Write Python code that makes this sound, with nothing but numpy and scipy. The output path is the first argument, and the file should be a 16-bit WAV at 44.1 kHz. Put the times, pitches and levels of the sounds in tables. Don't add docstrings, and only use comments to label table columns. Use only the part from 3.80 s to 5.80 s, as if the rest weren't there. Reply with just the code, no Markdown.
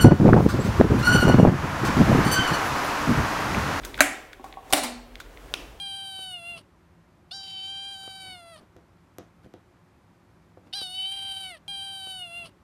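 import sys
import numpy as np
from scipy import signal
from scipy.fft import rfft, irfft
from scipy.io import wavfile
from scipy.ndimage import uniform_filter1d

SR = 44100
rng = np.random.default_rng(int(sys.argv[2]) if len(sys.argv) > 2 else 0)


def bounce(signal):
    frames = np.transpose(np.atleast_2d(signal))
    limited = np.clip(frames, -1, 1)
    pcm = np.round(limited * 32767).astype(np.int16)
    wavfile.write(sys.argv[1], SR, pcm)


N = 88200
T = np.arange(N) / SR

# frequency in Hz, gain in dB.
LATCH_SPECTRUM = [(170, 5.5), (290, 22.5), (430, 15), (660, 23), (1050, 15.5), (1600, 11.5), (2200, 15),
                  (3600, 11), (4800, 10.5), (6500, 6.5), (9300, 12), (12000, 5.5), (15500, 1)]


def from_db(db):
    return 10 ** (np.asarray(db) / 20)


def envelope(points):
    return from_db(np.interp(T, *np.transpose(points)))


def at_hz(points, hz):
    frequencies, values = np.transpose(points)
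    return np.interp(np.log(hz + 1e-9), np.log(frequencies), values)


def colour(x, spectrum):
    hz = np.arange(N + 1) * SR / (2 * N)
    cepstrum = irfft(np.log(from_db(at_hz(spectrum, hz))))
    cepstrum[1:N] *= 2
    cepstrum[N + 1:] = 0
    return irfft(rfft(x, 2 * N) * np.exp(rfft(cepstrum)))[:N]


def noise(spectrum):
    x = colour(rng.standard_normal(N), spectrum)
    return x / np.sqrt(np.mean(x ** 2) + 1e-20)


def decay(start, t60):
    return (T >= start) * np.exp(-np.log(1000) * np.clip((T - start) / t60, 0, 10))


def tone(start, hz, waver, waver_per_s=60):
    knots = rng.standard_normal((2, 512))
    in_phase, quadrature = (np.interp(T * waver_per_s, np.arange(len(k)), k) for k in knots)
    age = np.maximum(T - start, 0)
    depth = waver * (1 - np.exp(-age * waver_per_s / 2))
    phase = 2 * np.pi * hz * age
    return (1 + depth * in_phase) * np.sin(phase) + depth * quadrature * np.cos(phase)


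def ring(start, db, modes):
    return sum((-1) ** k * from_db(db + mode_db) * decay(start, t60) * tone(start, hz, waver=0.42)
               for k, (hz, mode_db, t60) in enumerate(modes))


def crack(start, t60):
    damping = decay(0, t60)[:8192]
    burst = rng.standard_normal(len(damping)) * damping
    for _ in range(2):
        spectrum = rfft(burst)
        flat = irfft(spectrum / (np.abs(spectrum) + 1e-12))
        local_rms = np.sqrt(np.abs(uniform_filter1d(flat ** 2, size=64)) + 1e-20)
        burst = flat * damping / local_rms
    burst /= np.sqrt(np.sum(burst ** 2))
    return np.pad(burst, (int(start * SR), N))[:N]


def impact(hits, spectrum, modes):
    cracks = sum(from_db(db) * crack(start, t60) for start, db, t60 in hits)
    hardest_start, hardest_db, _ = max(hits, key=lambda hit: hit[1])
    return colour(cracks, spectrum), ring(hardest_start, hardest_db, modes)


def room_response(gap_s=0.0039, build_s=0.005):
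    # frequency in Hz, reverberation time in seconds.
    reverb_times = [(150, 0.72), (300, 0.3), (800, 0.58), (5000, 0.45), (9500, 0.3), (13000, 0.18)]
    edges = np.geomspace(90, 18000, 25)
    hz = np.arange(N // 2 + 1) * SR / N
    white = rfft(rng.standard_normal(N))
    tail = 0
    for low, high in zip(edges, edges[1:]):
        band = irfft(white * (hz >= low) * (hz < high))
        tail = tail + band * decay(gap_s, at_hz(reverb_times, np.sqrt(low * high)))
    spectrum = rfft(tail)
    smooth_magnitude = np.sqrt(uniform_filter1d(np.abs(spectrum) ** 2, size=60) + 1e-9)
    tail = irfft(spectrum / smooth_magnitude * (hz > edges[0]) * (hz < edges[-1]))
    tail *= (1 - np.exp(-T / build_s)) * (T < 1)
    return tail / np.sqrt(np.sum(tail ** 2))


def room_tone():
    # frequency in Hz, relative level in dB.
    air_spectrum = [(35, -20.5), (60, -11.5), (206, -24), (443, -8), (931, -15.5), (1520, -20), (3200, -24),
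                    (4320, -34.5), (15500, -39.5)]
    return from_db(-55) * noise(air_spectrum)


def handling():
    # time in seconds, level in dB.
    rub_levels = [(0, -50), (0.06, -39.5), (0.13, -46), (0.25, -38.5), (0.62, -62), (0.66, -48.5),
                  (0.8, -60.5), (0.9, -46.5), (1.3, -57.5), (1.68, -49), (1.8, -46), (2, -55)]
    rumble_levels = [(0, -41.5), (0.19, -45), (0.28, -55.5), (1.3, -51.5), (1.7, -47), (1.82, -43.5),
                     (2, -48.5)]
    # frequency in Hz, relative level in dB.
    rub_spectrum = [(185, 1.5), (270, 13.5), (700, 5.5), (1500, 1), (3500, -8.5), (15500, -17.5)]
    rumble_spectrum = [(20, -35), (35, -5), (47, 2.5), (65, -14.5), (130, -16), (400, -40)]
    rumble = signal.sosfilt(signal.butter(2, 400, fs=SR, output="sos"), noise(rumble_spectrum))
    return envelope(rub_levels) * noise(rub_spectrum) + envelope(rumble_levels) * rumble


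def housing_hum(start=0.99, swell_s=0.072):
    swell = 1 - np.exp(-np.maximum(T - start, 0) / swell_s)
    return from_db(-25.5) * swell * decay(start, t60=0.74) * tone(start, hz=242.6, waver=0.2)


def hinge():
    # start in seconds, level in dB.
    slips = [(0.199, -32), (0.596, -46.5), (0.642, -37), (0.771, -36.5), (0.907, -40)]
    # frequency in Hz, relative level in dB, T60 in seconds.
    knock_modes = [(772, 6, 0.069), (1110, -0.5, 0.057), (900, -2.5, 0.028)]
    thud_modes = [(248, -10, 0.16), (375, -9.5, 0.087)]
    knocks = sum(ring(start, db, knock_modes) for start, db in slips)
    thud = ring(start=0.597, db=-32.5, modes=thud_modes)
    return thud + signal.fftconvolve(knocks, crack(0, t60=0.015))[:N]


def shell(x, bypass_db=-9.5):
    # resonance frequency in Hz, gain in dB.
    resonances = [(1470, 12.5), (2080, -3.5), (3450, -4), (4700, -19.5), (6600, -8.5)]
    resonant = sum(from_db(db) * signal.lfilter(*signal.iirpeak(hz, Q=8, fs=SR), x)
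                   for hz, db in resonances)
    return from_db(bypass_db) * x + resonant


def ticks():
    # start in seconds, a gain in dB for each of the four bands, T60 in seconds.
    contacts = [(0.0349, -29, -4.5, -5, -43, 0.063), (0.0494, -14.5, -6, -1.5, 0, 0.041),
                (0.1429, -49, 0, 0.5, -26.5, 0.013), (0.1535, -72, -6, -11, -43, 0.012),
                (0.1765, -8, -1, -16, -12, 0.024), (0.189, 0, 2, 1, -21, 0.036),
                (0.531, -25, -6, -10, -20, 0.026), (0.6417, -25.5, -16, -17, -18, 0.053),
                (0.7263, -57, -8.5, -8, -36, 0.0091), (0.74, -55, -11.5, -17, -72, 0.014),
                (0.9022, -38, -33, -7.5, -10.5, 0.18), (1.3554, -54, -7, -4, -22, 0.0062),
                (1.4007, -6.5, -7.5, -5.5, -11.5, 0.065), (1.573, -81, -7, -14.5, -66, 0.0094)]
    band_hz = [1100, 1900, 3900, 7500]
    excitation = 0
    for start, *band_db, t60 in contacts:
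        spectrum = [(200, band_db[0] - 14), *zip(band_hz, band_db), (16000, band_db[-1] - 3)]
        excitation = excitation + colour(crack(start, t60), spectrum)
    return shell(excitation)


def rattle(touches_per_s=3500, dull_hz=10400):
    # time in seconds, collision strength in dB.
    strengths = [(0.94, -22), (0.958, -30), (0.98, -24), (1.012, -39.5), (1.045, -29.5), (1.11, -48.5)]
    start, end = strengths[0][0], strengths[-1][0]
    touches = (rng.random(N) < touches_per_s / SR) * rng.choice([-1, 1], N)
    touches = touches * envelope(strengths) * (T > start) * (T < end)
    chatter = colour(signal.fftconvolve(touches, crack(0, t60=0.0075))[:N], LATCH_SPECTRUM)
    dull = signal.sosfiltfilt(signal.butter(4, dull_hz, fs=SR, output="sos"), chatter)
    return dull + decay(start, t60=0.29) * (chatter - dull)


def finger_snap():
    # start in seconds, level in dB, T60 of the crack in seconds.
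    hits = [(1.7389, -8.5, 0.017)]
    # frequency in Hz, gain in dB.
    spectrum = [(150, 1), (350, 10), (900, 13.5), (2150, 10.5), (2600, 22), (3750, 14.5), (4250, 7.5),
                (5500, 11), (7500, -1.5), (9500, 2), (15500, -11)]
    # frequency in Hz, relative level in dB, T60 in seconds.
    modes = [(1407, -20.5, 0.051), (2750, -10, 0.0062), (3740, -8.5, 0.012)]
    return impact(hits, spectrum, modes)


def lever_latch():
    # start in seconds, level in dB, T60 of the crack in seconds.
    hits = [(0.9265, -4, 0.012), (0.9278, -14, 0.034), (0.9328, -1.5, 0.0087), (0.9343, 1, 0.019),
            (0.9425, -14, 0.019), (1.0345, -10, 0.1)]
    # frequency in Hz, relative level in dB, T60 in seconds.
    modes = [(283.6, -21.5, 0.2), (606, -27.5, 0.33), (775, -15, 0.028), (852, -19.5, 0.063),
             (1394, -26.5, 0.12), (3007, -15.5, 0.029), (3690, -10, 0.021), (4314, -41, 0.79),
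             (9700, -23, 0.034)]
    return impact(hits, LATCH_SPECTRUM, modes)


def lever_release():
    # start in seconds, level in dB, T60 of the crack in seconds.
    hits = [(0.2060, 4, 0.01), (0.2085, -8, 0.041), (0.2172, -10.5, 0.13)]
    # frequency in Hz, gain in dB.
    spectrum = [(150, 8.5), (290, 22.5), (420, 12), (640, 26), (1000, 20), (1500, 29.5), (2400, 26),
                (3200, 15), (5500, 10.5), (7000, 16.5), (10800, 13.5), (15500, 1.5)]
    # frequency in Hz, relative level in dB, T60 in seconds.
    modes = [(277, -22, 0.075), (292.7, -30, 0.33), (597, -18.5, 0.088), (741, -36, 0.55),
             (1490, -16.5, 0.072), (1590, -10, 0.038), (2284, -20.5, 0.066), (3990, -14.5, 0.028),
             (6260, -15, 0.031), (7370, -45, 0.35), (7470, -46, 0.39)]
    return impact(hits, spectrum, modes)


def scene():
    release_crack, release_ring = lever_release()
    latch_crack, latch_ring = lever_latch()
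    snap_crack, snap_ring = finger_snap()
    # a source, its reverberation in dB relative to its direct sound.
    sources = [(release_crack, -13.5), (latch_crack + rattle(), -7), (snap_crack, -9),
               (ticks(), -11.5), (hinge(), -5)]
    direct = sum(source for source, _ in sources) + release_ring + latch_ring + snap_ring
    into_room = sum(from_db(wet_db) * source for source, wet_db in sources)
    reverberation = signal.fftconvolve(into_room, room_response())[:N]
    return (direct + reverberation + housing_hum() + handling() + room_tone())[None]


def record(dry):
    ceiling, cutoff_hz = 0.74, 15850
    low_pass = signal.ellip(10, 0.2, 70, cutoff_hz, fs=SR, output="sos")
    picked_up = signal.sosfilt(low_pass, dry)
    clipped = picked_up / (1 + (picked_up / ceiling) ** 4) ** (1 / 4)
    return signal.sosfilt(low_pass, clipped)


dry = scene()
out = record(dry)
bounce(out)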